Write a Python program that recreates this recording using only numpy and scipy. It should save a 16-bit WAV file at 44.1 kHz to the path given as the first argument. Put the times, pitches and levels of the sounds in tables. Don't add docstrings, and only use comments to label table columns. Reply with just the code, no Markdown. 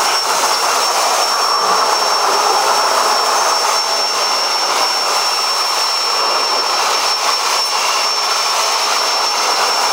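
import sys
import numpy as np
from scipy import signal
from scipy.fft import rfft, irfft
from scipy.io import wavfile

SR = 44100
rng = np.random.default_rng(int(sys.argv[2]) if len(sys.argv) > 2 else 0)


def unload_wav(signal):
    wavfile.write(
        sys.argv[1],
        SR,
        np.round(np.clip(np.atleast_2d(signal).T, -1, 1) * 32767).astype(np.int16),
    )


N = 437472
TIME = np.arange(N) / SR
BINS = np.fft.rfftfreq(N, 1 / SR)
FAN_BLADES, MOTOR_ORDER = 13, 15


def from_db(db):
    return 10 ** (np.asarray(db) / 20)


def rms_one(x):
    return x / np.sqrt(np.mean(np.abs(x) ** 2) + 1e-20)


def in_time(rows):
    seconds, *columns = np.transpose(rows)
    return [np.interp(TIME, seconds, column) for column in columns]


def drift(rate):
    hop, settle = 40, 4000
    pole = np.exp(-2 * np.pi * rate * hop / SR)
    noise = rng.standard_normal(N // hop + settle + 2)
    slow = signal.lfilter([1], [1, -2 * pole, pole * pole], noise)[settle:]
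    return np.interp(np.arange(N) / hop, np.arange(len(slow)), rms_one(slow))


def swings(events):
    return sum(db * np.exp(-2 * ((TIME - centre) / length) ** 2) for centre, length, db in events)


def turbulence(colour):
    hz, db = np.transpose(colour)
    gain = from_db(np.interp(np.log(BINS + 1e-3), np.log(hz), db, left=-120, right=-120))
    return rms_one(irfft(rfft(rng.standard_normal(N)) * gain, N))


def blown(hz, width_hz):
    band = signal.butter(2, [hz - width_hz / 2, hz + width_hz / 2], "band", fs=SR, output="sos")
    return rms_one(signal.sosfilt(band, rng.standard_normal(N)))


def tone(cycles, wall_share, fade_rate):
    share = np.clip(wall_share, 0, 1)
    walls = rms_one(drift(fade_rate) + 1j * drift(fade_rate))
    paths = np.sqrt(1 - share) + np.sqrt(share) * walls
    return np.real(paths * np.exp(2j * np.pi * cycles))


def air_stream():
    # time in seconds, then relative levels
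    # in dB of tube roar, jet rush, hiss on the car and rumble on the panels.
    air_levels = [(0.0, -15.5, -22, -23, -24), (1.15, -18.5, -23.5, -26.5, -28.5),
                  (1.55, -19.5, -28.5, -32, -29.5), (1.8, -16.5, -24.5, -30, -25),
                  (2.55, -18.5, -26, -30.5, -28.5), (3.45, -15.5, -24.5, -28, -27),
                  (3.7, -16, -20.5, -24.5, -27.5), (3.95, -19, -22, -29.5, -27.5),
                  (4.7, -20, -24.5, -32.5, -28.5), (5.15, -20.5, -25.5, -30, -30),
                  (5.95, -21.5, -25, -30.5, -35), (6.3, -17, -22.5, -31, -24), (7.0, -20, -23, -32, -31.5),
                  (7.6, -22, -23.5, -30, -32.5), (8.15, -22.5, -25, -35, -34),
                  (8.6, -20.5, -22, -29.5, -34), (9.35, -20, -23.5, -33, -29.5),
                  (9.92, -14, -20, -24.5, -24.5)]
    # frequency in Hz, relative spectral level in dB.
    roar_colour = [(350, -51), (520, -13.5), (680, -0.5), (830, 5), (1030, 7.5), (1280, 3), (1420, 0),
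                   (1570, -6), (1760, -9), (1950, -23.5), (3500, -54)]
    rush_colour = [(1000, -27), (1650, -2.5), (2100, 7), (2900, 6), (3400, 3.5), (4400, 4.5), (5400, 8),
                   (6300, 3), (7000, -3.5), (7500, -9), (10000, -34)]
    hiss_colour = [(3500, -49), (5300, 9), (6700, 10), (7400, 5), (7780, 7.5), (8600, 2.5), (9400, 4),
                   (10300, 1.5), (11000, -6.5), (11600, -8), (12000, -17)]
    rumble_colour = [(20, -46), (45, -35), (80, -30), (140, -21.5), (180, -21.5), (215, -16.5), (290, -9),
                     (335, -5), (390, -1.5), (480, 1), (600, 0), (800, -19), (1200, -49)]
    # time in seconds, level in dB against the roar.
    tube_ring = [(0, -15), (3.4, -20), (3.9, -18.5), (9.92, -36)]
    # frequency in Hz, width in Hz, relative level in dB.
    nozzle_modes = [(2373, 150, -14.5), (2774, 110, -13.5), (4100, 140, -14)]
    # time in seconds, change in dB.
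    nozzle_ring = [(0, -2), (1.3, -4.5), (3.0, -5), (4.0, -7), (6.0, 1), (8.5, -5.5), (9.92, 0.5)]
    roar_db, rush_db, hiss_db, rumble_db = in_time(air_levels)
    tube_db, = in_time(tube_ring)
    ring_db, = in_time(nozzle_ring)
    flutter = drift(17)
    rumble = from_db(rumble_db - 1.6 + 0.57 * drift(11.0)) * turbulence(rumble_colour)
    roar_gain = from_db(roar_db - 1.42 + 1.26 * drift(35))
    roar = roar_gain * (turbulence(roar_colour) + from_db(tube_db) * blown(hz=1565, width_hz=610))
    rush = from_db(rush_db - 1.4 + 0.5 * flutter) * turbulence(rush_colour)
    hiss = from_db(hiss_db - 0.54 + 0.8 * flutter) * turbulence(hiss_colour)
    nozzle = sum(from_db(rush_db + ring_db + db + 1.5 * drift(2.7)) * blown(hz, width)
                 for hz, width, db in nozzle_modes)
    return rumble + roar + rush + hiss + nozzle


def garage(direct):
    # delay in seconds, its sway in seconds, level in dB against the direct sound.
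    reflections = [(.0016, 0.00011, -15.5), (.0046, 0.00025, -17), (0.0109, 0.00044, -19.5),
                   (.019, 0.000504, -15)]
    heard, power = direct, 1
    for delay, sway, db in reflections:
        bounce = np.interp(TIME - delay - sway * drift(0.307), TIME, direct, left=0)
        heard = heard + from_db(db) * bounce
        power += from_db(db) ** 2
    return heard / np.sqrt(power)


def fan_whine(turns):
    # time in seconds, relative level in dB, share off the walls (0 to 1) between flares.
    blade_whine = [(0, -23, 0.6), (1.0, -26.5, 0.4), (3.4, -29, 0), (3.9, -22.5, 0), (5.0, -24.5, 0.09),
                   (6.5, -21, 0), (6.8, -27.5, 0.34), (8.5, -27, 0.1), (9.92, -22.5, 0.35)]
    # centre and length in seconds, rise in dB.
    flares = [(0.2, 0.063, 8), (1.27, .07, 6.5), (1.56, 0.12, 7), (2.03, 0.029, 3), (2.15, 0.044, 8.5),
              (2.86, 0.099, 4), (3.2, 0.092, 6), (3.58, 0.1, 7), (3.8, 0.056, 9), (4.05, .09, 4.5),
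              (4.89, .08, 3), (6.6, .03, 8), (7.14, .05, 7.5), (7.35, 0.064, 8), (7.66, 0.095, 8.5),
              (8.12, .1, 6), (8.51, 0.032, 6), (8.74, 0.034, 3), (9.28, 0.038, 6)]
    # centre and length in seconds, change in dB.
    dropouts = [(0.38, 0.089, -7), (2.69, 0.037, -8), (3.04, 0.093, -2), (3.69, 0.046, -13),
                (4.17, 0.052, -8), (4.75, 0.074, -11), (5.13, 0.061, -7), (5.75, 0.07, -7), (6.89, .07, -7),
                (7.25, 0.048, -5), (7.49, .065, -8), (7.85, 0.21, -6), (8.59, 0.054, -12), (8.9, .04, -14)]
    # time in seconds, relative level in dB.
    motor_whine = [(0.0, -34), (2.5, -35.5), (3.25, -46), (3.38, -27), (3.9, -31), (5.0, -41), (5.4, -43),
                   (6.55, -44), (6.75, -38.5), (8.4, -35), (9.92, -34)]
    # multiple of the shaft speed, level in dB.
    shaft_overtones = [(12, -43), (26, -46)]
    whine_db, wall_share = in_time(blade_whine)
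    motor_db, = in_time(motor_whine)
    flare_db = swings(flares)
    wall_share = wall_share / from_db(flare_db) ** 2
    blade_db = whine_db + flare_db + swings(dropouts) + 0.46 * drift(70)
    blades = from_db(blade_db + 5.0) * tone(FAN_BLADES * turns, wall_share, fade_rate=12.2)
    motor = from_db(motor_db + 4.0) * tone(MOTOR_ORDER * turns, wall_share=0.4, fade_rate=9.8)
    overtones = sum(from_db(db) * tone(multiple * turns, wall_share=0.65, fade_rate=9.6)
                    for multiple, db in shaft_overtones)
    return blades + motor + overtones


def motor_hum(turns, mains_hz=60):
    # time in seconds, level in dB.
    hum_level = [(0.0, -47), (1.02, -38.5), (1.77, -28), (2.46, -27.5), (3.45, -27), (4.02, -29),
                 (4.89, -54), (5.64, -43), (6.81, -39.5), (9.92, -29.5)]
    # multiple of the shaft speed, level in dB against the hum.
    shaft_tones = [(1, -4.5), (2, 1)]
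    # multiple of the mains frequency, level in dB against the hum.
    mains_tones = [(4, -21.5), (11, -1.5), (15, -1.5), (22, -4)]
    hum_db, = in_time(hum_level)
    shaft = sum(from_db(db) * tone(multiple * turns, wall_share=0.095, fade_rate=2.5)
                for multiple, db in shaft_tones)
    mains = sum(from_db(db) * tone(multiple * mains_hz * TIME, wall_share=0.26, fade_rate=1.9)
                for multiple, db in mains_tones)
    return from_db(hum_db) * (shaft + mains)


def hoots_and_whistles():
    # centre and spread in seconds, pitch and bandwidth in Hz, level at the centre in dB.
    swells = [(0.12, 0.059, 2680, 900, -23), (0.346, 0.058, 217, 130, -45),
              (0.547, 0.011, 4700, 1300, -20.5), (1.067, 0.17, 714, 170, -22.5),
              (1.586, 0.17, 1133, 139, -19.5), (1.696, 0.045, 185, 37, -37), (2.323, 0.035, 423, 90, -26),
              (2.523, 0.029, 414, 89, -24), (2.53, 0.082, 805, 60, -21.5), (4.25, .2, 2770, 110, -36),
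              (6.275, 0.07, 520, 150, -26), (6.277, 0.061, 1080, 250, -20), (6.35, .15, 2760, 110, -31),
              (6.566, 0.054, 487, 200, -23), (7.67, 0.019, 9300, 1100, -29), (7.88, 0.14, 2770, 110, -31.5),
              (8.34, 0.1, 1335, 127, -28)]
    return sum(from_db(db) * np.exp(-.5 * ((TIME - centre) / spread) ** 2) * blown(hz, width)
               for centre, spread, hz, width, db in swells)


def gain_control(x, hold_db=-18, detector_hz=2060, average_s=0.025, range_db=9):
    treble = signal.sosfilt(signal.butter(1, detector_hz, "high", fs=SR, output="sos"), x)
    power_ratio = (treble / from_db(hold_db)) ** 2
    pole = np.exp(-1 / (average_s * SR))
    averaged = 1 + signal.lfilter([1 - pole], [1, -pole], power_ratio - 1)
    gain_db = -10 * np.log10(averaged + 1e-9)
    return x * from_db(np.clip(gain_db, -range_db, range_db))


def converter(x, rate_hz=24000, cutoff_hz=15750):
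    highpass = signal.butter(8, 7800, "high", fs=SR, output="sos")
    treble = signal.hilbert(signal.sosfilt(highpass, x))
    mirror = np.real(np.conj(treble) * np.exp(2j * np.pi * rate_hz * TIME))
    mirror_db = np.interp(BINS, [13000, 14400, 15700], [-2.5, -4, -5.5])
    spectrum = rfft(x) + from_db(mirror_db) * rfft(mirror)
    return irfft(spectrum / np.sqrt(1 + (BINS / cutoff_hz) ** 600), N)


def scene():
    # time in seconds, blade-pass pitch in Hz.
    fan_speed = [(0.0, 5464.0), (0.45, 5459.5), (1.5, 5460.0), (1.89, 5452.0), (6.81, 5430.0),
                 (7.32, 5436.0), (7.71, 5431.0), (8.79, 5434.5), (9.12, 5426.5), (9.92, 5436.0)]
    blade_hz, = in_time(fan_speed)
    shaft_hz = (blade_hz + 3 * drift(4.7)) / FAN_BLADES
    turns = np.cumsum(shaft_hz) / SR
    return (garage(air_stream()) + hoots_and_whistles() + fan_whine(turns) + motor_hum(turns))[None]


def record(dry):
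    return converter(gain_control(dry))


dry = scene()
out = record(dry)
unload_wav(out)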